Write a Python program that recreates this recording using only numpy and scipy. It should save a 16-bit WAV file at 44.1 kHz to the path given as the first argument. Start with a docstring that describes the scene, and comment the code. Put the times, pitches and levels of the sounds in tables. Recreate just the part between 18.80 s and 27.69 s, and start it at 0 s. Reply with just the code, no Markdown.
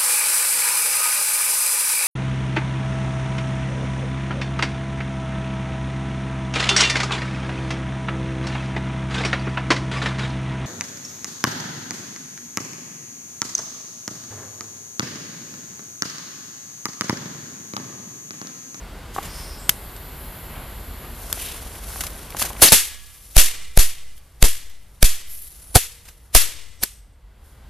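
"""Firecracker string on a metal fence

A jet lighter hisses, clicks alight and lights a fuse, which sputters; then nine charges go off in turn.
Hiss and blasts are shaped noise; metal and pops are decaying modes; gas tones are narrow-band noise.
Each crack scatters back from the trees at a wood's edge, over soft air noise and rumble.
The string is close: the strongest blasts pin the microphone for a moment.
"""
import sys
import numpy as np
from scipy import signal
from scipy.fft import rfft, irfft, next_fast_len
from scipy.io import wavfile

SR = 44100
rng = np.random.default_rng(int(sys.argv[2]) if len(sys.argv) > 2 else 0)


def transcribe(signal):
    """Save signal, clipped to [-1, 1], as a 16-bit WAV file at the path in sys.argv[1]."""
    frames = np.atleast_2d(signal).T
    limited = np.clip(frames, -1, 1)
    pcm = np.round(limited * 32767).astype(np.int16)
    wavfile.write(sys.argv[1], SR, pcm)


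N = 392049
TIME = np.arange(N) / SR

# charges: (time [s], crack [dB], rise [s], crack t60 [s], thud [dB], thud t60 [s],
#           near echo [dB], near echo t60 [s], far echo [dB], rail ring [dB])
CHARGES = [(3.822, 4.5, 0.0015, .115, -13, 0.056, -7, 0.35, -34, -20),
           (3.9218, 5.5, 0.00063, 0.053, -20, 0.17, -5, 0.31, -32.5, -25),
           (4.5681, 7.5, .0007, 0.0091, -13.5, 0.14, -3, 0.27, -29.5, -10),
           (4.9756, 3, 0.00064, 0.011, -18.5, 0.17, -10.5, 0.3, -36, -40),
           (5.6268, 4.5, 0.00069, 0.013, -9.5, 0.11, -13, 0.33, -37.5, -15.5),
           (6.2283, 2, 0.0009, 0.026, -30.5, 0.25, -11.5, 0.31, -35.5, -31.5),
           (6.958, 2.5, 0.003, 0.046, -3, 0.048, -18.5, 0.34, -42, 3),
           (7.5501, 3, 0.0007, 0.054, -30.5, 0.37, -7, 0.29, -31.5, -16.5),
           (8.033, -19.5, 0.0061, 0.053, -23, 0.03, -35.5, 0.38, -70, -48)]
# scatter from near leaves and trunks: (frequency [Hz], relative level [dB])
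NEAR_TREES_SPECTRUM = [(100, -36.5), (600, -23), (1200, -9), (2000, -2), (3200, -0.5), (4600, 0), (6500, 1),
                       (8500, 2), (10500, 4.5), (13000, 2.5), (15000, -18.5)]
# spurting gas or powder: (frequency [Hz], relative level [dB])
SPURT_SPECTRUM = [(200, -3), (900, -4), (2000, 0.5), (4500, -1), (7000, 0), (10000, -0.5), (13000, 0),
                  (15000, -8.5)]
# left-right correlation of direct sound: (frequency [Hz], correlation [-1..1])
DIRECT_CORRELATION = [(60, 1), (300, 0.95), (1500, 0.93), (4000, 0.96), (8000, 0.33), (14000, 0.48)]
# left-right correlation of echoes: (frequency [Hz], correlation [-1..1])
ECHO_CORRELATION = [(100, 0.47), (3000, 1), (6500, 0.47), (10000, 0.15), (14000, .02)]


def from_db(db):
    """Decibels to amplitude gain."""
    return 10 ** (np.asarray(db) / 20)


def rms_one(x):
    """Scale to unit power."""
    return x / np.sqrt(np.mean(x ** 2) + 1e-20)


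def at_hz(points, hz):
    """Interpolate a spectrum on a log-frequency axis."""
    point_hz, value = np.transpose(points)
    return np.interp(np.log(hz + 1), np.log(point_hz), value)


def ramp(start_s, length_s):
    """Rise linearly from 0 to 1 over the given time."""
    return np.clip((TIME - start_s) / length_s, 0, 1)


def drift(knots_per_s):
    """Random wandering between Gaussian knots of spread 1."""
    knots = rng.standard_normal(N // 8)
    return np.interp(TIME * knots_per_s, np.arange(len(knots)), knots)


def noise(spectrum, correlation, left_db=1.5, ripple_db=1.5, ripple_hz=220):
    """Steady stereo noise, rms 1, with random ripples across its spectrum; its treble leans left."""
    size = next_fast_len(N)
    hz = np.arange(size // 2 + 1) * SR / size
    mid, side = rfft(rng.standard_normal((2, size)))
    alike = np.clip(at_hz(correlation, hz), -1, 1)
    sign = np.array([[1], [-1]])
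    pair = np.sqrt(1 + alike) * mid + sign * np.sqrt(1 - alike) * side
    lean_db = sign * left_db / 2 * np.clip((hz - 4000) / 4000, 0, 1)
    knots = rng.standard_normal(1024)
    ripple = ripple_db * np.interp(hz / ripple_hz, np.arange(len(knots)), knots)
    ripple *= np.minimum(hz / 2000, 1)
    gain = from_db(at_hz(spectrum, hz) + lean_db + ripple)
    return rms_one(irfft(pair * gain, size)[:, :N])


def bursts(rows):
    """Envelope of (time [s], peak [dB], rise [s], t60 [s]) bursts: swell, then decay; powers add."""
    power = np.zeros(N)
    for s, db, rise_s, t60_s in rows:
        span = slice(max(int((s - 5 * rise_s) * SR), 0), int((s + 2 * t60_s) * SR))
        age = TIME[span] - s
        decay = from_db(db - 60 * np.maximum(age, 0) / t60_s)
        swell = np.exp(np.minimum(age, 0) / rise_s)
        power[span] += (decay * swell) ** 2
    return np.sqrt(power)


def strike(hits, modes, spread_db):
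    """Hits (time [s], level [dB]) ring modes (frequency [Hz], level [dB], t60 [s]) at random strengths."""
    s, db = np.transpose(hits)
    out = np.zeros(N)
    for hz, mode_db, t60_s in modes:
        clicks = np.full(N, 1e-18)  # tiny floor averts denormals
        strength_db = db + mode_db + spread_db * rng.standard_normal(len(s))
        clicks[(s * SR).astype(int)] = from_db(strength_db)
        r = np.exp(-np.log(1000) / (t60_s * SR))
        w = 2 * np.pi * hz / SR
        out += signal.lfilter([0, np.sin(w)], [1, -2 * r * np.cos(w), r * r], clicks)
    return out


def whistles(rows, settle_s, swell_s, fade_t60_s):
    """Narrow-band noise that swells, holds and fades while its centre pitch settles exponentially."""
    out = np.zeros(N)
    for s, length_s, start_hz, final_hz, width_hz, db in rows:
        age = TIME - s
        hz = final_hz + (start_hz - final_hz) * np.exp(-np.maximum(age, 0) / settle_s)
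        fade_db = 60 * np.clip((age - length_s) / fade_t60_s, 0, 2)
        level = ramp(s - swell_s, swell_s) * from_db(db - fade_db)
        sos = signal.butter(1, width_hz / 2, fs=SR, output="sos")
        white = rng.standard_normal((2, N))
        a, b = signal.sosfilt(sos, signal.sosfilt(sos, white))
        phase = 2 * np.pi * np.cumsum(hz) / SR
        out += level * rms_one(a * np.cos(phase) + b * np.sin(phase))
    return out


def pops(per_s, level_db, low_hz, high_hz, count=12, cycles=6, spread_db=1.5):
    """Random pops at a given rate and level, each a short ring at one of several pitches."""
    born = np.flatnonzero(rng.random(N) < per_s / SR)
    hits = np.c_[born / SR, level_db[born]]
    pitch_index = rng.integers(0, count, len(born))
    out = np.zeros(N)
    for k, hz in enumerate(np.geomspace(low_hz, high_hz, count)):
        out += strike(hits[pitch_index == k], [(hz, 0, cycles / hz)], spread_db)
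    return out


def outdoors(air_db=-42, rumble_db=-37.5, sink_db=20, hold_s=0.38, recover_db_per_s=19.5, rumble_share=0.58):
    """Air noise over low rumble; both sink at each bang, stay down a moment and creep back."""
    # soft air noise: (frequency [Hz], relative level [dB])
    air_spectrum = [(88, -35), (150, 2), (192, -3), (237, -2), (366, -5), (1210, -8), (5740, -22),
                    (10700, -23), (14000, -24.5)]
    # low rumble: (frequency [Hz], relative level [dB])
    rumble_spectrum = [(12, -39.5), (20, -7), (38, 5.5), (53, 7.5), (220, -20), (290, -60), (480, -120)]
    sunk_db = np.zeros(N)
    for s, *_ in CHARGES:
        recovered_db = recover_db_per_s * np.maximum(TIME - s - hold_s, 0)
        sunk_db = np.maximum(sunk_db, (TIME > s) * (sink_db - recovered_db))
    air = from_db(air_db - sunk_db) * noise(air_spectrum, DIRECT_CORRELATION)
    rumble_gain = from_db(rumble_db - rumble_share * sunk_db)
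    return air + rumble_gain * noise(rumble_spectrum, DIRECT_CORRELATION)


def knocks():
    """Dull knocks of handling and of the fuse ring short, damped modes."""
    # knocks: (time [s], level [dB])
    knock_hits = [(.3633, -23), (.3815, -27), (.3843, -20.5), (.3868, -19.5), (3.16, -31), (3.238, -30.5),
                  (3.548, -30), (3.704, -31), (3.619, -23.5)]
    # damped resonances: (frequency [Hz], level [dB], t60 [s])
    knock_modes = [(810, -3, 0.034), (1076, 7.5, 0.011), (1560, -15, 0.013)]
    return strike(knock_hits, knock_modes, spread_db=1)


def lighter(on_s=0.31, off_s=2.46, open_s=0.09, close_s=0.041, jet_db=-45.5):
    """Gas spits, then rushes steadily from the nozzle with resonances and soft roars, gated by a valve."""
    # steady jet hiss, before and after lighting: (frequency [Hz], relative level [dB])
    jet_spectrum = [(300, 10.5), (1500, -11.5), (4200, 3.5), (5600, -14.5), (6400, -18), (7000, 5),
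                    (7700, -2), (9500, -0.5), (11000, 4), (12500, 8), (15000, 2.5)]
    # roaring flame: (frequency [Hz], relative level [dB])
    flame_spectrum = [(150, 5), (500, -7), (1050, -2), (2000, -7.5), (3200, -12), (6000, -44), (14000, -35)]
    # spits while the trigger is pressed: (time [s], level [dB], rise [s], t60 [s])
    spit_rows = [(.345, -37.5, .006, 0.48), (.43, -33.5, .003, 0.11), (.455, -33.5, 0.0073, 0.13),
                 (.6, -41, 0.16, .6)]
    # roars as the jet opens and as its flame meets the fuse: (time [s], level [dB], rise [s], t60 [s])
    roar_rows = [(.44, -39.5, 0.059, 1.3), (1.35, -47.5, 0.1, 1.9), (1.77, -37, 0.099, 0.76),
                 (2.25, -40.5, 0.056, .5)]
    # jet resonances, climbing as the nozzle heats:
    # (time [s], length [s], start [Hz], final [Hz], width [Hz], level [dB])
    jet_tones = [(.5, 0.23, 5160, 5280, 950, -45), (.52, 0.17, 9250, 9560, 1006, -48.5),
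                 (.52, .2, 12950, 13340, 1006, -62), (.8, 0.09, 7900, 9500, 1400, -47),
                 (.92, .75, 11000, 13460, 1900, -47.5), (1.38, 1.3, 10700, 11980, 1900, -48.5)]
    valve = ramp(on_s, open_s) - ramp(off_s - close_s, close_s)
    hiss = from_db(jet_db) * noise(jet_spectrum, DIRECT_CORRELATION)
    roar = bursts(roar_rows) * noise(flame_spectrum, DIRECT_CORRELATION)
    tones = whistles(jet_tones, settle_s=0.31, swell_s=0.03, fade_t60_s=0.7)
    spits = bursts(spit_rows) * noise(SPURT_SPECTRUM, DIRECT_CORRELATION)
    return valve * (hiss + roar + tones) + spits


def snaps(echo_db=-31, echo_t60_s=0.14):
    """Sharp noise snaps of igniter, sparks and the last casing, each with a faint scatter."""
    # snaps: (time [s], level [dB], t60 [s])
    snap_rows = [(0.8935, 4.5, 0.014), (1.164, -34, 0.026), (2.5277, -9, 0.008), (3.304, -33, 0.011),
                 (3.392, -32, 0.01), (3.447, -45, .01), (3.505, -27, 0.0088), (3.625, -5, 0.0045),
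                 (3.732, -31.5, .012), (5.378, -43.5, 0.033), (5.897, -46, 0.06), (8.0354, -6, 0.021)]
    # snap colour: (frequency [Hz], relative level [dB])
    snap_spectrum = [(150, 5), (800, -17), (1400, 1), (2000, 2), (2600, -3), (3200, 9), (3900, -3),
                     (4700, 5.5), (5700, 1.5), (8500, 3.5), (10000, 0), (13000, 12.5), (15000, -20)]
    direct = bursts([(s, db, 0.0002, t60_s) for s, db, t60_s in snap_rows])
    echo = bursts([(s, db + echo_db, 0.001, echo_t60_s) for s, db, _ in snap_rows])
    scatter = echo * noise(NEAR_TREES_SPECTRUM, ECHO_CORRELATION)
    return direct * noise(snap_spectrum, DIRECT_CORRELATION) + scatter


def crackle(vigour, pops_per_s=55, pop_db=-34, rate_exponent=0.55, level_exponent=0.71):
    """Powder pops faster and louder with vigour (1 = steady burn); the paper wrapping crackles lower."""
    # burning paper: (time [s], length [s], rate [pops/s], level [dB])
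    wrapping = (3.5, 0.305, 150, -26)
    level_db = pop_db + level_exponent * 20 * np.log10(vigour + 1e-9)
    powder = pops(pops_per_s * vigour ** rate_exponent, level_db, low_hz=700, high_hz=6000)
    s, length_s, per_s, db = wrapping
    burning = (TIME > s) * (TIME < s + length_s)
    paper = pops(per_s * burning, np.full(N, db), low_hz=800, high_hz=2600)
    return powder + paper


def fuse(lit_s=2.34, catch_s=0.067, burn_db=-44, smoulder_db=-58, smoulder_t60_s=35,
         flutter_db=1.8, grain_db=2.0):
    """Powder hisses, flares, spurts and whistles; it pops in the open, then smoulders in the bundle."""
    # fuse hiss: (frequency [Hz], relative level [dB])
    fuse_spectrum = [(300, -17.5), (1200, -9), (3000, -3.5), (6000, 1), (8000, 2.5), (10500, 8), (12500, 5),
                     (15000, -3)]
    # longer, bright hisses: (time [s], level [dB], rise [s], t60 [s])
    flare_rows = [(2.62, -31, .12, 1.1), (3.18, -34.5, 0.17, 0.93), (3.597, -21, 0.0098, .28),
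                  (3.81, -31, 0.024, .3), (4.3, -46.5, 0.3, 3.1), (4.54, -44.5, .1, .4),
                  (5.37, -50, .02, 0.17), (6.12, -62.5, 0.085, 0.65), (6.51, -41, 0.032, 2.9),
                  (6.91, -53.5, 0.07, 1.3), (8.66, -56.5, .04, 0.77)]
    # short spurts of burning powder: (time [s], level [dB], rise [s], t60 [s])
    spurt_rows = [(3.208, -19.5, 0.0015, .06), (3.238, -27.5, 0.0042, 0.1), (3.268, -21, 0.0028, 0.037),
                  (3.568, -26, 0.00055, 0.037), (3.622, -20, 0.0091, .1), (3.652, -26, 0.0033, 0.18),
                  (3.89, -14.5, 0.024, 0.014), (7.255, -41.5, 0.0027, 0.14), (7.287, -42, 0.0062, 0.15)]
    # escaping gas: (time [s], length [s], start [Hz], final [Hz], width [Hz], level [dB])
    gas_tones = [(2.6, 0.088, 2900, 3293, 2200, -39), (4.33, 0.23, 12300, 11600, 1706, -62),
                 (6.52, 0.092, 11640, 10200, 2200, -38.5), (6.85, 0.11, 10200, 9700, 1500, -47.5),
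                 (8.04, 0.017, 8340, 8200, 700, -49.5), (8.03, .01, 5700, 5520, 1600, -52)]
    # rising squeal between the first two charges:
    # (time [s], length [s], start [Hz], final [Hz], width [Hz], level [dB])
    squeal_rows = [(3.883, 0.013, 4100, 4670, 800, -15)]
    first_s, last_s = CHARGES[0][0], CHARGES[-1][0]
    in_open = ramp(lit_s, catch_s) * (TIME < first_s)
    in_bundle = (TIME >= first_s) * (TIME < last_s)
    smoulder = in_bundle * from_db(smoulder_db - 60 * (TIME - first_s) / smoulder_t60_s)
    level = np.hypot(from_db(burn_db) * in_open + smoulder, bursts(flare_rows))
    burn = level * noise(fuse_spectrum, DIRECT_CORRELATION)
    spurts = bursts(spurt_rows) * noise(SPURT_SPECTRUM, DIRECT_CORRELATION)
    tones = whistles(gas_tones, settle_s=0.43, swell_s=0.055, fade_t60_s=0.62)
    squeal = whistles(squeal_rows, settle_s=0.0011, swell_s=0.0043, fade_t60_s=0.008)
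    grain = rms_one(from_db(flutter_db * drift(90) + grain_db * drift(2500)))
    popping = crackle(in_open * level / from_db(burn_db))
    return grain * (burn + spurts + tones + squeal) + popping


def fence(level_db=4, waver_db=1.5, detune=0.012, bar_count=4):
    """Slightly unlike bars ring after each charge, in step with its near echo, wavering as they sway."""
    # faint fence ring: (frequency [Hz], level [dB], t60 [s])
    fence_modes = [(484, -69.5, 2.9), (1160, -65, 2.1), (1330, -63.5, 1.8), (1690, -62, 1.9),
                   (1880, -59.5, 1.5), (2040, -57, 1.9), (2160, -56, 1.3), (2401, -54, 1.3),
                   (2562, -58, 1.0), (2870, -52.5, 1.3), (3250, -53, 1.1), (3560, -53, 0.99)]
    s, near_echo_db = np.transpose(CHARGES)[[0, 6]]
    hits = np.c_[s, near_echo_db + level_db]
    out = np.zeros(N)
    for hz, db, t60_s in fence_modes:
        offsets = rng.uniform(-1, 1, bar_count)
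        bars = [(hz * (1 + detune * offset), db, t60_s) for offset in offsets]
        out += strike(hits, bars, spread_db=4) * from_db(waver_db * drift(5.9))
    return out


def blast_pressure(leak_hz=2.1, skew=0.51):
    """Hot gas shoves each diaphragm; the pressure leaks through a vent and swings slowly back."""
    # pressure before the leak, 1 = full scale: (time [s], length [s], left [1], right [1])
    blast_rows = [(3.8285, 0.0044, 0.55, .9), (3.9233, 0.003, -0.79, 4.5), (4.567, 0.018, -2.2, -3),
                  (4.975, 0.023, -2, -2.2), (5.627, 0.019, -2.2, -1.72), (6.2297, 0.02, -1.82, -2),
                  (6.956, 0.0069, -1.5, -1.5), (6.9617, 0.0052, 2, 1.5), (6.965, 0.014, 0.061, 0.3),
                  (7.551, 0.0199, -1.66, -0.5)]
    push = np.zeros((2, N))
    for s, length_s, left, right in blast_rows:
        progress = ramp(s, length_s)
        pulse = np.abs(np.sin(np.pi * progress ** skew))  # skew < 1: early peak
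        push += np.outer([left, right], pulse)
    return signal.sosfilt(signal.butter(2, leak_hz, "high", fs=SR, output="sos"), push)


def bangs(swell_db=-27, swell_rise_s=0.0064, near_delay_s=0.01, near_rise_s=0.0063,
          far_delay_s=0.075, far_rise_s=0.012, far_t60_s=0.88, grain_db=0.5, patchy_db=1.5):
    """Each charge cracks and thuds after a faint swell, scatters from near and deep wood, rings the rail."""
    # crack: (frequency [Hz], relative level [dB])
    crack_spectrum = [(100, -2.5), (400, 4.5), (1200, 0.5), (2000, -3), (4000, 2.5), (7000, 0), (10000, 6),
                      (13000, 1), (15000, -9)]
    # thud: (frequency [Hz], relative level [dB])
    thud_spectrum = [(30, 5), (70, 7), (150, -6.5), (400, -1.5), (800, -7.5), (1500, -14.5), (4000, -24)]
    # duller scatter from deep in the wood: (frequency [Hz], relative level [dB])
    far_spectrum = [(100, -13.5), (400, -5.5), (1000, -7), (1500, -4.5), (2200, 2.5), (3400, 2.5),
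                    (5000, -0.5), (8000, -0.5), (14000, -11)]
    # left-right correlation of crack and thud: (frequency [Hz], correlation [-1..1])
    crack_correlation = [(100, 0.81), (500, 0.88), (1500, 0.88), (4000, 0.94), (8000, 0.8), (14000, 1)]
    # hollow base rail of the fence: (frequency [Hz], level [dB], t60 [s])
    rail_modes = [(454.5, -10, 0.034), (468, -64, 2.8), (737, 1, 0.035), (830, -9, 0.024),
                  (926, -66.5, 2.3), (1210, -10.5, 0.033), (1465, -0.5, 0.018)]
    (s, crack_db, rise_s, crack_t60_s, thud_db, thud_t60_s,
     near_db, near_t60_s, far_db, ring_db) = np.transpose(CHARGES)
    each = np.ones(len(s))
    # a faint noise swells for milliseconds before the crack
    swell = bursts(zip(s, crack_db + swell_db, swell_rise_s * each, crack_t60_s))
    burst = bursts(zip(s, crack_db, rise_s, crack_t60_s))
    crack = (swell + burst) * noise(crack_spectrum, crack_correlation)
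    thud_level = bursts(zip(s + 0.0014, thud_db, rise_s, thud_t60_s))
    thud = thud_level * noise(thud_spectrum, crack_correlation)
    near_level = bursts(zip(s + near_delay_s, near_db, near_rise_s * each, near_t60_s))
    near = near_level * noise(NEAR_TREES_SPECTRUM, ECHO_CORRELATION, left_db=2.5)
    far_level = bursts(zip(s + far_delay_s, far_db, far_rise_s * each, far_t60_s * each))
    far = far_level * noise(far_spectrum, ECHO_CORRELATION)
    # single trunks throw back stronger echoes than the foliage between them
    trunks = rms_one(from_db(grain_db * drift(2000) + patchy_db * drift(130)))
    rail = strike(np.c_[s, ring_db], rail_modes, spread_db=1)
    return crack + thud + trunks * (near + far) + rail


def scene():
    """Lighter, fuse and charges in the open air."""
    handling = outdoors() + knocks() + lighter() + snaps()
    return handling + fuse() + fence() + blast_pressure() + bangs()


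def record(dry, top=0.9, cutoff_hz=14300):
    """The microphone overloads, choking sound while a blast pins it; the treble is cut steeply."""
    pinned = dry / (1 + (dry / top) ** 4) ** (1 / 4)
    lowpass = signal.ellip(10, 0.1, 70, cutoff_hz, fs=SR, output="sos")
    return signal.sosfilt(lowpass, pinned)


dry = scene()
out = record(dry)
transcribe(out)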